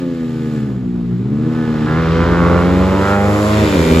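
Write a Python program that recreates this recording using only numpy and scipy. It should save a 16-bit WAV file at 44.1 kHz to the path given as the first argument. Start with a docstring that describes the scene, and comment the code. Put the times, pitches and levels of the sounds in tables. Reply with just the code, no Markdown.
"""Two small single-cylinder racing motorcycles lap a paved lot in front of a building.
Far off they coast into a bend, then open their throttles and come up; the leader shifts up as it passes.
Each firing thumps the exhaust, barks under load and rings the leader's casing and silencer.
Engine clatter, tyre hiss, the building's echo and light wind on the microphone lie around them."""
import sys
import numpy as np
from scipy import signal
from scipy.fft import rfft, irfft
from scipy.io import wavfile

SR = 44100
rng = np.random.default_rng(int(sys.argv[2]) if len(sys.argv) > 2 else 0)


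def bounce(signal):
    """Save signal as a 16-bit WAV file at the path given by the first command-line argument."""
    frames = np.transpose(np.atleast_2d(signal))
    limited = np.clip(frames, -1, 1)
    pcm = np.round(limited * 32767).astype(np.int16)
    wavfile.write(sys.argv[1], SR, pcm)


N = 176400
T = np.arange(N) / SR


# leader's firing rate: t/s, f/Hz
LEAD_RATE_HZ = [(0,88.6),(.19,82),(.54,76.2),(.76,64.7),(.86,61),(1.05,58.1),(1.15,59.2),(1.27,68),(1.45,78.5),(1.53,79.7),(1.83,76),
                (1.93,78.5),(1.99,82.8),(2.07,80.9),(2.26,84.6),(2.39,86.2),(2.47,85.9),(2.62,87.6),(2.9,94.7),(3.12,100.1),(3.31,102.3),
                (3.58,106.4),(3.64,105.5),(3.69,100),(3.745,97.5),(3.78,83.4),(3.85,82.9),(4,83.3)]
# leader's exhaust, far off on a light throttle: t/s, level/dB
LEAD_COAST_DB = [(0,-21),(.5,-19.5),(.7,-20.5),(.82,-27.5),(.87,-17.5),(1.05,-21),(1.2,-21.5),(1.26,-20.5),(1.36,-18.5),(1.5,-18),(1.72,-16),(1.86,-17.5),(1.93,-39),(3.6,-47),(3.7,-18),(3.76,-15),(3.82,-24)]
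# leader's exhaust, driven hard or near: t/s, level/dB
LEAD_DRIVE_DB = [(0,-56),(1.2,-38.5),(1.82,-49),(1.9,-16.5),(2.3,-13.5),(2.65,-11.5),(2.95,-13.5),(3.3,-13.5),(3.63,-13.5),(3.68,-22.5),(3.76,-19.5),(3.8,-16),(4,-12.5)]
# leader's bearing: t/s, right-channel lag/ms
BEARING_MS = [(0,0.049),(2.6,0),(3.2,0.069),(3.8,0.3),(4,0.33)]
THROTTLE_S, LEAD_UNEVEN_DB = 1.872, .8

def leader():
    """First bike, swinging to the left. Returns its engine and its tyre hiss."""
    turns = crank(LEAD_RATE_HZ, drift=.0008, jitter_cycles=.002)
    turns -= np.interp(THROTTLE_S, T, turns)  # a firing lands as the throttle opens
    coast = exhaust(turns, LEAD_RATE_HZ, column=1, uneven_db=1.3)
    drive = exhaust(turns, LEAD_RATE_HZ, column=2, uneven_db=LEAD_UNEVEN_DB, boom_db=BOOM_DB)
    thump = coast * amp(curve(LEAD_COAST_DB)) + drive * amp(curve(LEAD_DRIVE_DB))
    left, right = thump + leader_bark(turns) + metal(turns)
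    right = np.interp(T - curve(BEARING_MS) / 1000, T, right)
    clatter, hiss = clatter_and_tyres(turns)
    return np.array([left, right]) + clatter, hiss


# follower's firing rate: t/s, f/Hz
FOLLOW_RATE_HZ = [(0,70.96),(.3,66.14),(0.602,64.12),(1,58.95),(1.5,62.67),(1.801,59.1),(2,62.4),(2.25,59.42),(2.402,61.47),(2.551,65.68),(2.8,69.58),(2.999,74.72),(3.3,75.81),(3.6,77.45),(4,77.6)]
# follower's exhaust, far off: t/s, level/dB
FOLLOW_COAST_DB = [(0,-32.5),(.7,-24),(.9,-21.5),(1.3,-21.5),(1.55,-24),(1.9,-26),(2.3,-31.5),(2.8,-29.5),(4,-61)]
# follower under load: t/s, exhaust/dB, bark/dB
FOLLOW_LOAD_DB = [(0,-38.5,-71),(1.2,-57,-52),(1.7,-36.5,-36),(1.95,-30,-36),(2.2,-21,-28),(2.5,-20.5,-22),(2.9,-21,-28.5),(3.35,-20.5,-28),(3.7,-15.5,-27),(4,-14,-28)]

def follower():
    """Second bike, mostly at lower revs and running less evenly."""
    turns = crank(FOLLOW_RATE_HZ, drift=.0016, jitter_cycles=.004)
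    coast = exhaust(turns, FOLLOW_RATE_HZ, column=3, uneven_db=1.8)
    drive = exhaust(turns, FOLLOW_RATE_HZ, column=4, uneven_db=1.8, boom_db=BOOM_DB)
    thump = coast * amp(curve(FOLLOW_COAST_DB)) + drive * amp(curve(FOLLOW_LOAD_DB))
    return thump + follower_bark(turns) * amp(curve(FOLLOW_LOAD_DB, column=2))


def crank(rate_table, drift, jitter_cycles):
    """Running count of firings; the speed drifts and each firing is slightly early or late."""
    rate_hz = curve(rate_table) * (1 + drift * wander(12))
    return np.cumsum(rate_hz) / SR + jitter_cycles * wander(40)


def firings(turns, uneven_db=1.5):
    """One click per firing, of uneven strength."""
    at = np.flatnonzero(np.diff(np.floor(turns)) > 0)
    clicks = np.zeros(N)
    clicks[at] = amp(uneven_db * rng.standard_normal(N)[at])
    return unit(clicks)


def puffs(turns, steady):
    """Gas noise that bursts at each firing and decays, over a steady share."""
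    return unit((steady + np.exp(-(turns % 1))) * noise())


# exhaust harmonics: order, leader coast/dB, leader drive/dB, follower coast/dB, follower drive/dB
ORDERS_DB = [(1,-17,-0.5,-28.5,7.5),(2,-3.5,0.5,4,-6),(3,2.5,-5,-10,0),(4,-3.5,-8.5,-4.5,2),(5,-11.5,-6.5,-12.5,4.5),(6,-10.5,-6,-14.5,2.5),(7,-21,-15,-14.5,-4),(8,-25.5,-28,-27.5,-2)]
BOOM_HZ, BOOM_WIDTH_HZ, BOOM_DB = 170, 20, 4
PIPE_LAG_CYCLES, PIPE_SMEAR_RAD = .05, .22
PIPE_FADE_DB, PIPE_PHASE_RAD = 1.3, .25

def exhaust(turns, rate_table, column, uneven_db, boom_db=0):
    """Rounded pipe pulse: low harmonics swell and fade at random, louder crossing the pipe's boom."""
    t, rate_hz = T[::200], curve(rate_table)[::200]
    tone = np.zeros(N)
    for order, row in enumerate(ORDERS_DB, 1):
        swell, shift = sway(t, max_hz=4)
        phase = 2 * np.pi * order * (turns - PIPE_LAG_CYCLES) - PIPE_SMEAR_RAD * order ** 2
        phase += PIPE_PHASE_RAD * np.interp(T, t, shift)
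        boost_db = boom_db * np.exp(-((order * rate_hz - BOOM_HZ) / BOOM_WIDTH_HZ) ** 2)
        gain = amp(row[column] + boost_db + PIPE_FADE_DB * swell)
        tone -= np.interp(T, t, gain) * np.sin(phase)
    return unit(tone) * amp(uneven_db * wander(33))


# leader's bark: t/s, level/dB, treble shelf edge/Hz
LEAD_BARK_DB_HZ = [(0,-50,1500),(.6,-50,1500),(.85,-56,1100),(1.2,-55,1100),(1.55,-41,1500),(1.862,-42,1500),(1.868,-25.5,2100),(2,-24.5,1900),(2.1,-26,1600),(2.27,-22,1750),(2.55,-22.5,1500),(2.75,-26.5,1350),(2.95,-24,1500),(3.08,-18.5,1650),(3.15,-17,1700),(3.18,-21.5,1350),(3.4,-26,1150),(3.6,-26,1300),(3.7,-33,1100),(4,-33,1100)]
# spectrum of its overtones: f/Hz, level/dB
OVERTONES_DB = [(550,-5),(700,-3),(800,-1.5),(950,-4),(1100,-.5),(1290,4),(1500,1.5),(1750,-1),(2000,-2),(2350,-5),(2800,-12),(4000,-20)]
BARK_SHELF_DB, BARK_FADE_DB, BARK_PHASE_RAD = 12, 3, .7

def leader_bark(turns):
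    """Upper overtones line up into one pop per firing, with a gas puff; open throttle brightens them."""
    t, orders = T[::100], np.arange(8, 40)[:, None]
    hz = orders * curve(LEAD_RATE_HZ)[::100]
    edge_hz = curve(LEAD_BARK_DB_HZ, column=2)[::100]
    fades, shifts = sway(t, max_hz=2.2, shape=(len(orders),))
    cut_db = BARK_SHELF_DB / (1 + (edge_hz / hz) ** 10)
    gains = amp(spectrum(OVERTONES_DB, hz) + BARK_FADE_DB * fades - cut_db)
    gains /= np.linalg.norm(gains, axis=0)
    pops = np.zeros(N)
    for order, gain, shift in zip(orders, gains, shifts):
        phase = 2 * np.pi * order * turns + BARK_PHASE_RAD * np.interp(T, t, shift)
        pops += np.interp(T, t, gain) * np.cos(phase)
    pops = unit(pops) * amp(LEAD_UNEVEN_DB * wander(28))
    gas = colour(puffs(turns, steady=.1), BARK_SPECTRUM_DB)
    return (pops + .22 * gas) * amp(curve(LEAD_BARK_DB_HZ))


# follower's bark and both bikes' gas puffs: f/Hz, level/dB
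BARK_SPECTRUM_DB = [(100,-59),(400,1.5),(600,5.5),(800,-1),(1000,5.5),(1250,2.5),(1520,2.5),(1750,-12),(2050,-3),(3000,-30.5),(5000,-31),(12000,-97)]

def follower_bark(turns):
    """The sharp front of each exhaust pulse with its puff of gas."""
    return colour(firings(turns) + .55 * puffs(turns, steady=.31), BARK_SPECTRUM_DB)


# engine casing and airbox modes: f/Hz, width/Hz, level/dB
CASING_MODES = [(390,130,2),(960,70,-2),(1245,50,-2),(2000,80,-6),(2350,170,1),(3000,120,-10),(3600,160,-5)]
# casing, heard only up close: t/s, level/dB
CASING_DB = [(0,-70),(3,-52),(3.5,-39),(3.7,-28),(3.85,-25.5),(4,-23)]
# silencer modes: f/Hz, width/Hz, level/dB
SILENCER_MODES = [(875,70,-2),(1250,50,0),(1495,35,-2),(1715,35,0)]
# silencer: t/s, level/dB
SILENCER_DB = [(0,-45),(.3,-45),(.55,-40),(.68,-43),(.85,-55),(1.25,-55),(1.58,-34.5),(1.8,-33),(2.1,-48),(2.6,-60)]

def metal(turns):
    """The leader's ringing casing and silencer."""
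    casing = ringing(turns, CASING_MODES) * amp(curve(CASING_DB))
    silencer = ringing(turns, SILENCER_MODES) * amp(curve(SILENCER_DB))
    return casing + silencer


def ringing(turns, modes):
    """Firings and a little clatter excite the damped modes of a metal part."""
    t = T[:2048]
    ring = sum(amp(db) * np.sqrt(width_hz) * np.exp(-np.pi * width_hz * t) * np.sin(2 * np.pi * hz * t)
               for hz, width_hz, db in modes)
    knocks = firings(turns) + .15 * puffs(turns, steady=.1)
    return unit(signal.oaconvolve(knocks, ring[None], axes=1)[:, :N])


# leader's treble, before trim: t/s, clatter/dB, tyres/dB
TREBLE_DB = [(0,-43.5,-51.5),(.05,-48.5,-55),(.57,-46.5,-50.5),(.81,-55,-60.5),(1.29,-53,-59.5),(1.53,-45.5,-53),
             (2.15,-34.5,-48.5),(2.42,-37,-46),(2.95,-36,-42.5),(3.11,-34,-38),(3.17,-40,-41),
             (3.48,-35.5,-33.5),(3.55,-30.5,-35),(4,-32.5,-31.5)]
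# engine clatter: f/Hz, level/dB
CLATTER_SPECTRUM_DB = [(200,-67.5),(900,0.5),(1800,3.5),(2350,1),(2900,-0.5),(3700,-2.5),(4700,-7.5),(5400,-10),(6500,-19),(12000,-50.5)]
# tyre hiss: f/Hz, level/dB
TYRE_SPECTRUM_DB = [(500,-13),(3000,3.5),(5400,1),(6300,-0.5),(7300,4.5),(9000,-11.5),(11000,-3),(13000,-9),(15500,-17),(17000,-52)]
CLATTER_TRIM_DB, TYRE_TRIM_DB = 3.5, .5

def clatter_and_tyres(turns):
    """Knocking engine rasp and tyre hiss, both pulsing at the firing rate."""
    clatter = colour(.15 * firings(turns) + puffs(turns, steady=.82), CLATTER_SPECTRUM_DB)
    hiss = colour(puffs(turns, steady=1), TYRE_SPECTRUM_DB)
    return (clatter * amp(curve(TREBLE_DB) + CLATTER_TRIM_DB),
            hiss * amp(curve(TREBLE_DB, column=2) + TYRE_TRIM_DB))


WALL_DELAY_S, WALL_DB = .085, -19
SCATTER_T60_S, SCATTER_DB = .4, -16

def lot(direct):
    """Adds an echo from the building and a thin scatter from trees and kerbs."""
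    taps = noise()[:, :SR] * (rng.random(SR) < .05) * amp(-60 * T[:SR] / SCATTER_T60_S)
    scatter = signal.fftconvolve(direct, taps / np.linalg.norm(taps[0]), axes=1)[:, :N]
    echo = np.interp(T - WALL_DELAY_S, T, direct.mean(0), left=0)
    return direct + amp(SCATTER_DB) * scatter + amp(WALL_DB) * echo


# wind, before gusts: t/s, level/dB
WIND_DB = [(0,-42),(.6,-40),(.72,-31),(.95,-39),(1.6,-37),(1.87,-26),(2.1,-30),(2.55,-24),(3,-30),(3.45,-32),(3.7,-25),(4,-26)]
# wind rumble: f/Hz, level/dB
WIND_SPECTRUM_DB = [(15,-26),(35,-24),(50,-25),(68,-1.5),(100,-1.5),(160,-7.5),(300,-6.5),(600,-15.5),(1500,-27),(5000,-103.5)]

def wind(gust_db=2.5):
    """Light wind on the microphone: a lumpy low rumble."""
    return colour(noise(), WIND_SPECTRUM_DB) * amp(curve(WIND_DB) + gust_db * wander(13))


# likeness of left and right noise: f/Hz, correlation
STEREO_CORRELATION = [(100,0.94),(1000,0.6),(2000,1),(3800,0.73),(5500,0.14),(6800,0.82),(16000,1)]

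def noise():
    """White noise, partly shared by left and right."""
    left, independent = rfft(rng.standard_normal((2, N)))
    shared = np.clip(spectrum(STEREO_CORRELATION, np.fft.rfftfreq(N, 1 / SR)), 0, 1)
    right = shared * left + np.sqrt(1 - shared ** 2) * independent
    return irfft(np.array([left, right]), N)


def wander(rate_hz):
    """Slow random motion of rms 1."""
    hz = np.fft.rfftfreq(N, 1 / SR)
    return unit(irfft(rfft(rng.standard_normal(N)) / (1 + (hz / rate_hz) ** 4), N))


def sway(t, max_hz, shape=()):
    """Two slow motions, for level and phase, each a sum of four random sines."""
    rate, start = rng.random((2, 2, 4, *shape, 1))
    return np.sin(2 * np.pi * (max_hz * rate * t + start)).sum(1) / np.sqrt(2)


def colour(x, rows):
    """Causal filter with the given spectrum; output rms 1."""
    log_gain = np.log(amp(spectrum(rows, abs(np.fft.fftfreq(8192, 1 / SR)))))
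    impulse = np.fft.ifft(np.exp(np.conj(signal.hilbert(log_gain)))).real[:4096]
    return unit(signal.oaconvolve(np.atleast_2d(x), impulse[None], axes=1)[:, :N])


def spectrum(rows, hz):
    """A table read on a log-frequency axis."""
    f, value = np.transpose(rows)
    return np.interp(np.log(hz + 1), np.log(f + 1), value)


def curve(rows, column=1):
    """One column of a table over time."""
    rows = np.array(rows)
    return np.interp(T, rows[:, 0], rows[:, column])


def amp(db):
    """Decibels to gain."""
    return 10 ** (np.asarray(db) / 20)


def unit(x):
    """Scales to rms 1."""
    return x / np.sqrt(np.mean(x ** 2) + 1e-20)


def scene():
    """Both bikes on the lot, and the wind."""
    engine, hiss = leader()
    return lot(engine + follower()) + hiss + wind()


# left-right balance: f/Hz, left minus right/dB
STEREO_BALANCE_DB = [(100,0),(200,.5),(330,.3),(500,-2.5),(700,-6),(1200,-2.6),(1800,-1.5),(2600,.7),(4000,2),(5500,2.5),(7000,0),(16000,0)]
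# left-right phase; two narrow treble bands are nearly opposite, widening the hiss: f/Hz, left lead/rad
STEREO_PHASE_RAD = [(60,-.15),(200,-.28),(350,-.35),(700,-.2),(1200,.4),(1800,.6),(2600,.7),(3800,.4),(7000,0),(8100,.1),(8600,3),(9400,3),(9900,.1),(12100,.1),(12700,3),(13500,3),(14100,0)]
KNEE, CEILING, CUTOFF_HZ = .75, .98, 15900

def record(dry):
    """Sets left-right level and phase by frequency, rounds off peaks, then limits the band."""
    hz = np.fft.rfftfreq(2 * N, 1 / SR)
    left_gain = amp(spectrum(STEREO_BALANCE_DB, hz) / 2) * np.exp(.5j * spectrum(STEREO_PHASE_RAD, hz))
    heard = irfft(rfft(dry, 2 * N) * np.array([left_gain, 1 / left_gain]))[:, :N]
    over, headroom = np.maximum(abs(heard) - KNEE, 0), CEILING - KNEE
    heard -= np.sign(heard) * (over - headroom * np.tanh(over / headroom))
    lowpass = signal.firwin(511, CUTOFF_HZ, window=("kaiser", 9), fs=SR)
    return signal.oaconvolve(heard, lowpass[None], "same")


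dry = scene()
out = record(dry)
bounce(out)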